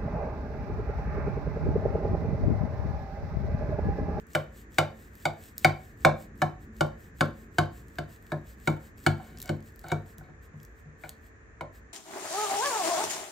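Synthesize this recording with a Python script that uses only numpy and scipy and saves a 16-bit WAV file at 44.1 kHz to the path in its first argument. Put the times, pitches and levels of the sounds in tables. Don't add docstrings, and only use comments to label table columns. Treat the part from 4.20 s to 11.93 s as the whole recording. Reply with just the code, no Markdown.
import sys
import numpy as np
from scipy import signal
from scipy.fft import rfft, irfft, next_fast_len
from scipy.io import wavfile

SR = 44100
rng = np.random.default_rng(int(sys.argv[2]) if len(sys.argv) > 2 else 0)


def output_pcm(signal):
    pcm = np.clip(np.atleast_2d(signal).T, -1, 1) * 32767
    wavfile.write(sys.argv[1], SR, np.round(pcm).astype(np.int16))


N = 340893


def amp(db):
    return 10 ** (np.asarray(db) / 20)


def evened(x):
    return x / np.sqrt(np.mean(x ** 2) + 1e-20)


def read(points, hz):
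    f, value = np.transpose(points)
    return np.interp(np.log(hz + 1), np.log(f + 1), value)


def along(points):
    s, *columns = np.transpose(points)
    return [np.interp(np.arange(N) / SR, s, c) for c in columns]


def add(mix, s, sound):
    part = mix[..., round(s * SR):][..., :sound.shape[-1]]
    part += sound[..., :part.shape[-1]]


def coloured(x, points):
    size = next_fast_len(x.shape[-1])
    gain = amp(read(points, np.fft.rfftfreq(size, 1 / SR)))
    return irfft(rfft(x, size) * gain, size)[..., :x.shape[-1]]


def wander(hz):
    return evened(signal.lfilter(*signal.butter(2, hz, fs=SR), rng.standard_normal(N)))


def tone(hz, db):
    cycles = hz * np.arange(N) / SR + 0.06 * wander(1.3)
    return amp(db + 2 * wander(3)) * np.sqrt(2) * np.sin(2 * np.pi * cycles)


# (frequency [Hz], relative density [dB per Hz])
AIR_SPECTRUM = [(20, -31.5), (55, 3.5), (108, -3.5), (130, -13), (280, -13), (450, -16), (870, -25),
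                (1100, -20.5), (1400, -21), (1780, -13), (2050, -23), (2500, -27.5), (2900, -39),
                (5000, -46.5), (6900, -34), (9000, -59), (16600, -78.5)]
# (frequency [Hz], left-right correlation [-1..1])
AIR_LIKENESS = [(60, 1), (180, 0.77), (550, 0.32), (1650, -0.18), (4970, -0.12), (15000, -0.35)]
# (time [s], mean rumble level [dB], mean lower tone level [dB])
SWELL = [(0.0, -55.5, -64), (0.7, -53.5, -66.5), (1.3, -55.5, -62), (2.0, -49.5, -58), (2.6, -52.5, -52.5),
         (3.1, -53, -63.5), (3.7, -52, -69.5), (4.3, -56.5, -69), (5.05, -48, -59), (5.5, -57.5, -74),
         (6.3, -59, -77.5), (7.0, -74, -74), (7.73, -62.5, -70.5)]
AIR_DB = -52.5
HUM_HZ, HUM_MEAN_DB, DRONE_HZ = 444, -69, 218.8


def kitchen():
    size = next_fast_len(N)
    left, other = rfft(rng.standard_normal((2, size)))
    same = np.clip(read(AIR_LIKENESS, np.fft.rfftfreq(size, 1 / SR)), -1, 1)
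    right = same * left + np.sqrt(1 - same ** 2) * other
    pair = irfft(np.array([left, right]), size)
    air = amp(AIR_DB) * evened(coloured(pair, AIR_SPECTRUM))[:, :N]
    rumble_spectrum = [(20, -31.5), (55, -4), (100, -12.5), (220, -16.0), (400, -21.5), (800, -79.5)]
    rumble = evened(coloured(rng.standard_normal(N), rumble_spectrum))
    rumble_db, drone_db = along(SWELL)
    rumble *= amp(rumble_db + 1.6 * wander(3))
    return air + rumble + tone(HUM_HZ, HUM_MEAN_DB) + tone(DRONE_HZ, drone_db)


# (frequency [Hz], t60 [s])
ECHO_DECAY = [(80, 0.3), (250, 0.24), (600, 0.34), (1500, 0.26), (4000, 0.29), (10000, 0.14)]


def room(x):
    places = np.arange(200, SR // 2, 20)
    taps = np.zeros((3, SR // 2 + 20))
    at = places + rng.integers(0, 20, (3, len(places)))
    np.put_along_axis(taps, at, rng.choice([-1., 1.], at.shape), 1)
    port_taps = taps[2] + 0.61 * taps[:2]
    hz, t, bands = signal.stft(port_taps, SR, nperseg=256)
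    decay = amp(-60 * t / read(ECHO_DECAY, hz)[:, None])
    tail = signal.istft(bands * decay, SR, nperseg=256)[1]
    return signal.fftconvolve(x, tail / np.linalg.norm(tail[0]), axes=1)[:, :N]


# (frequency [Hz], left lead [rad])
PORT_LEAD = [(200, 0), (430, -.7), (780, 1.1), (1460, -.1), (3010, .8), (6120, 0), (7150, 0), (9900, -3.1),
             (13000, -6.2), (16400, -9)]
# (frequency [Hz], left minus right [dB])
PORT_TILT = [(60, 1.4), (400, -0.2), (1500, -0.4), (4400, 4), (8100, 0.6), (15000, -1)]


def ports(x):
    size = next_fast_len(N)
    hz = np.fft.rfftfreq(size, 1 / SR)
    side = np.array([[0.5], [-0.5]])
    response = amp(side * read(PORT_TILT, hz)) * np.exp(1j * side * read(PORT_LEAD, hz))
    return irfft(rfft(x, size) * response, size)[:, :N]


# (middle [s], length [s], level [dB])
PULLS = [(0.0, .1, -67), (0.385, .17, -59), (0.823, 0.25, -63.5), (1.25, 0.22, -57), (1.654, 0.27, -64.5),
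         (2.018, 0.15, -58.5), (2.431, .1, -66), (2.837, 0.19, -64), (3.203, 0.2, -65), (3.573, 0.17, -61),
         (3.928, 0.14, -59.5), (4.3, 0.16, -60), (4.654, 0.16, -62), (5.058, 0.19, -63), (5.474, 0.12, -62),
         (5.899, .14, -62.5), (6.245, 0.092, -65), (6.592, .11, -70.5), (7.057, .13, -68),
         (7.562, 0.11, -62.5)]
# (landing [s], travel [s], level [dB])
PUSHES = [(0.15, 0.083, -58.5), (0.584, 0.09, -57), (1.04, 0.14, -59), (1.446, 0.1, -55.5),
          (1.849, 0.094, -60), (2.218, 0.07, -62), (2.608, 0.09, -62), (3.008, 0.068, -61),
          (3.384, 0.081, -63), (3.785, 0.18, -67), (4.119, 0.17, -66.5), (4.474, .11, -58.5),
          (4.864, 0.11, -56.5), (5.29, 0.24, -63), (5.717, 0.2, -63), (5.99, 0.023, -72),
          (6.439, .1, -71.5), (6.85, 0.078, -61.5)]
PULL_ARCH_POWER, PUSH_RISE_POWER, SETTLE_T60_S = 2.3, 1, 0.37


def strokes():
    t = np.arange(N) / SR
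    pull, push = np.zeros(N), np.zeros(N)
    for middle, length, db in PULLS:
        arch = np.cos(np.pi * np.clip((t - middle) / length, -0.5, 0.5)).clip(0)
        pull += amp(db) * arch ** PULL_ARCH_POWER
    for landing, travel, db in PUSHES:
        rise = np.clip(1 + (t - landing) / travel, 0, 1) ** PUSH_RISE_POWER
        push += amp(db - 60 * np.maximum(t - landing, 0) / SETTLE_T60_S) * rise
    return pull, push


# (frequency [Hz], relative density [dB per Hz])
RUB_SPECTRUM = [(1000, -32), (2500, -2), (4000, -5.5), (6000, -7.5), (8000, 1), (11000, -7.5),
                (15600, -0.5), (16200, -29.5)]
CRUMBS_PER_S, CRACKS_PER_S, CRACKS_DB = 1500, 160, -1.5


def slide():
    crumb_size = amp(4.1 * np.minimum(rng.exponential(1, N), 5))
    crumbs = crumb_size * (rng.random(N) < CRUMBS_PER_S / SR) * rng.choice([-1, 1], N)
    rub = evened(coloured(rng.standard_normal(N) + 0.3 * evened(crumbs), RUB_SPECTRUM))
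    crack_size = amp(4.0 * np.minimum(rng.exponential(1, N), 4))
    hits = crack_size * (rng.random(N) < CRACKS_PER_S / SR)
    envelope = signal.lfilter([1], [1, -np.exp(-1 / (0.0006 * SR))], hits)
    cracks = evened(coloured(envelope * rng.standard_normal(N), RUB_SPECTRUM))
    pull, push = strokes()
    return (pull + push) * rub + (push + 0.4 * pull) * amp(CRACKS_DB) * cracks


# (time [s], relative level [dB], brightness [Hz])
SNAPS = [(0.0687, -45, 13100), (0.5445, -38, 7700), (0.9535, -37.5, 12700), (1.3807, -16.5, 14400),
         (1.392, -31, 14530), (2.177, -45.5, 13600), (2.566, -43, 7280), (2.991, -46, 3030),
         (3.6833, -43, 8000), (4.104, -47, 3320), (4.777, -43.5, 13100), (5.1738, -38, 4100),
         (5.186, -31, 13000), (5.202, -25.5, 10800), (5.2175, -22, 13000), (5.2265, -22, 13100),
         (5.2578, -30, 8160), (5.278, -33, 3640), (5.405, -47.5, 8500), (5.426, -45.5, 6440),
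         (5.5223, -49, 13100), (5.56, -37, 12900), (5.593, -33, 13400), (5.6146, -43, 8100),
         (5.685, -32, 7600), (5.983, -30.5, 13060), (6.4009, -44, 4740), (6.431, -34, 13900),
         (6.45, -35.5, 12900), (6.8929, -21.5, 13700)]


def snaps():
    out, t = np.zeros(N), np.arange(2048) / SR
    decay = amp(-60 * t / 0.0073) + amp(-17.5 - 60 * t / 0.042)
    for s, db, hz in SNAPS:
        spectrum = [(hz / 10.0, -35), (hz / 3.66, -9), (hz, 0), (hz * 2.2, -5), (hz * 3.3, -22)]
        burst = evened(coloured(rng.standard_normal(2048), spectrum))
        add(out, s, amp(db - 8.5) * burst * decay)
    return out


# (frequency [Hz], relative level [dB], tail t60 [s])
DISH_MODES = [(64, -2, 0.22), (97.8, 0.5, 0.49), (150.9, 8.5, 0.28), (221, -10.5, 0.71), (266.8, -3, 0.25),
              (341.1, 5, 0.3), (535, -6.5, 0.41), (595, -3.5, 0.25), (648.2, -6.5, 0.21), (716.3, 4, 0.12),
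              (751.8, 6, 0.12), (874, -12, 0.35), (934, -7, 0.11), (1070, -10, 0.28), (1175, -14.5, 0.14),
              (1365, -13.5, 0.025), (1376, -6.5, 0.21), (1464, 7, 0.037), (1542, 6, 0.042),
              (1710, -13.5, 0.13), (2200, -5.5, 0.07), (2428, -23, 0.13), (2247, 4, 0.043),
              (2310, -13.5, .08), (2988, -3, 0.061), (3658, -6, 0.053), (3758, -27.5, 0.046),
              (3865, -5.5, 0.057), (4200, -8.5, 0.052), (4578, -8.5, 0.053)]


def rings(t):
    hz, db, t60 = np.transpose(DISH_MODES)[:, :, None]
    sign = (-1.) ** np.arange(len(DISH_MODES))[:, None]
    swell = 1 - np.exp(-t * hz / 1.34)
    swell = swell * (1 - np.exp(-t * (hz / 300) ** 2 / 0.0013))
    arrow = sign * amp(db) * swell * np.exp(2j * np.pi * hz * t)
    head = arrow * amp(-60 * t / (0.53 * t60))
    tail = arrow * amp(-8.5 - 60 * t / t60)
    return hz[:, 0], head, tail


PART_BORDERS_HZ = (250, 450, 1200, 1900, 2900)
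# (start [s], length [s], first drive [dB], last drive [dB])
SCRAPES = [(4.986, 0.18, -58, -61), (5.235, 0.047, -51, -51), (5.643, 0.064, -56, -42.5),
           (6.035, 0.11, -62, -80), (6.841, 0.1, -46, -79)]


def scrapes():
    hz, head, _ = rings(np.arange(SR // 5) / SR)
    body = head[hz > PART_BORDERS_HZ[1]].imag.sum(0)
    body /= np.linalg.norm(body)
    out = np.zeros(N)
    for s, length, first_db, last_db in SCRAPES:
        count = round(length * SR)
        slips = rng.standard_normal(count) * (rng.random(count) < 1200 / SR)
        drive = evened(slips) * amp(np.linspace(first_db, last_db, count))
        add(out, s, signal.fftconvolve(drive, body))
    return out


# (time [s], walls relative level [dB],
# then against the walls: counter thud [dB], bottom [dB], rim [dB], blade tick [dB])
KNOCKS = [(0.15, -20, -11.5, -3.5, -4.5, -5.5), (0.584, -17.5, -10, -1.5, -0.5, -3),
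          (1.054, -25.5, -8.5, 2, 4, -3), (1.446, -16, -8, 1, 5, -4), (1.849, -12.5, -10.5, -1, -2, -8.5),
          (2.218, -21, -6.5, 0, -5, -8.5), (2.608, -19.5, -7, -2, -10, -8.5),
          (3.008, -16.5, -8.5, -6, -11, -9.5), (3.384, -16.5, -7.5, -5.5, -10, -8),
          (3.785, -30.5, -5, -3, -7.5, -6.5), (4.119, -29.5, -1.5, -1.5, -9, -12),
          (4.474, -21.5, -3, -3.5, -1, -7.5), (4.864, -17, -4.5, -5, -4.5, -5.5),
          (4.999, -48.5, -9, 4, -19, -20), (5.292, -32, 4.5, 0.5, -3, -4),
          (5.64, -40.5, -6.5, -4, -23, -14.5), (5.717, -27, 0, -0.5, -1.5, -7),
          (6.01, -52, -2, -2.5, -19, -27), (6.085, -59, 8, 0.5, -11, -22), (6.837, -41.5, -9, -2, 1, -15),
          (7.409, -37.5, -6, 3.5, 1.5, -8.5)]
# (time [s], base level [dB])
NUDGES = [(5.982, -47.5), (6.336, -44), (6.653, -49.5)]
# (thud [dB], rocking [dB], bottom [dB], walls [dB], rim [dB], tick [dB])
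NUDGE_PARTS_DB = (2.5, -20.5, -15.5, -21, -28, -30.5)
ROCK_DB = -1.5


def blows():
    blow_list = []
    for s, db, thud_db, bottom_db, rim_db, tick_db in KNOCKS:
        parts_db = np.array([thud_db, thud_db + ROCK_DB, bottom_db, 0, rim_db, tick_db])
        blow_list.append((s, db + parts_db))
    return blow_list + [(s, db + np.array(NUDGE_PARTS_DB)) for s, db in NUDGES]


# (frequency [Hz], relative density [dB per Hz])
TICK_SPECTRUM = [(150, -39.5), (450, -2.5), (1100, 1.5), (1900, -6), (3000, -5), (4400, -6), (5800, -9),
                 (9000, -7), (12000, -17.5), (15500, -17.5), (16800, -44)]
CHATTER_20DB_MS = 8.5
MODES_DB, TICK_DB = -3.0, -2.0


def knocks():
    t = np.arange(SR // 3) / SR
    hz, head, tail = rings(t)
    part_of_mode = np.searchsorted(PART_BORDERS_HZ, hz)
    member = part_of_mode == np.arange(len(PART_BORDERS_HZ) + 1)[:, None]
    energy = np.linalg.norm(member @ (head + tail).imag, axis=1)
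    knots = np.maximum(1 - abs(t * 180 - np.arange(62)[:, None]), 0)
    phase_spread = 0.6 * np.minimum(hz / 550, 1) ** 2 * np.clip(700 / hz, 0.6, 1)
    tick_decay = amp(-60 * t / 0.035) + amp(-5.0 - 60 * t / 0.022) + amp(-30.5 - 60 * t / 0.12)
    out = np.zeros((2, N))
    for s, parts_db in blows():
        weight = member * amp(rng.standard_normal(len(hz)))
        phase = phase_spread * rng.standard_normal(len(hz))
        draws = rng.standard_normal((len(hz), 124)).view(complex)
        shimmer = draws @ knots * np.minimum(hz / 700, 1)[:, None]
        modes = head * (1 + 0.87 * shimmer) + tail * (0.5 + 1.08 * shimmer)
        parts = np.array([(weight * np.exp(1j * side * phase)) @ modes for side in (1, -1)]).imag
        chatter = 0.058 * rng.standard_normal(2048) * amp(-20 * t[:2048] / (CHATTER_20DB_MS / 1000))
        chatter[0] = 1
        shaken = signal.fftconvolve(parts, chatter[None, None], axes=2)[..., :len(t)]
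        shaken *= (energy / np.linalg.norm(shaken, axis=2).mean(0))[:, None]
        tick = evened(coloured(rng.standard_normal(len(t)), TICK_SPECTRUM))
        tick *= np.minimum(t / 0.00075, 1) * tick_decay
        add(out, s, amp(parts_db + MODES_DB) @ shaken + amp(parts_db[-1] + TICK_DB) * tick)
    return out


def scene():
    knife = ports(knocks() + scrapes() + snaps() + slide())
    return knife + amp(-11.5) * room(knife) + kitchen()


EDGE_HZ = 16700


def record(dry):
    lowpass = signal.firwin(511, EDGE_HZ, window=("kaiser", 9), fs=SR)
    return signal.oaconvolve(dry, lowpass[None], "same")


dry = scene()
out = record(dry)
output_pcm(out)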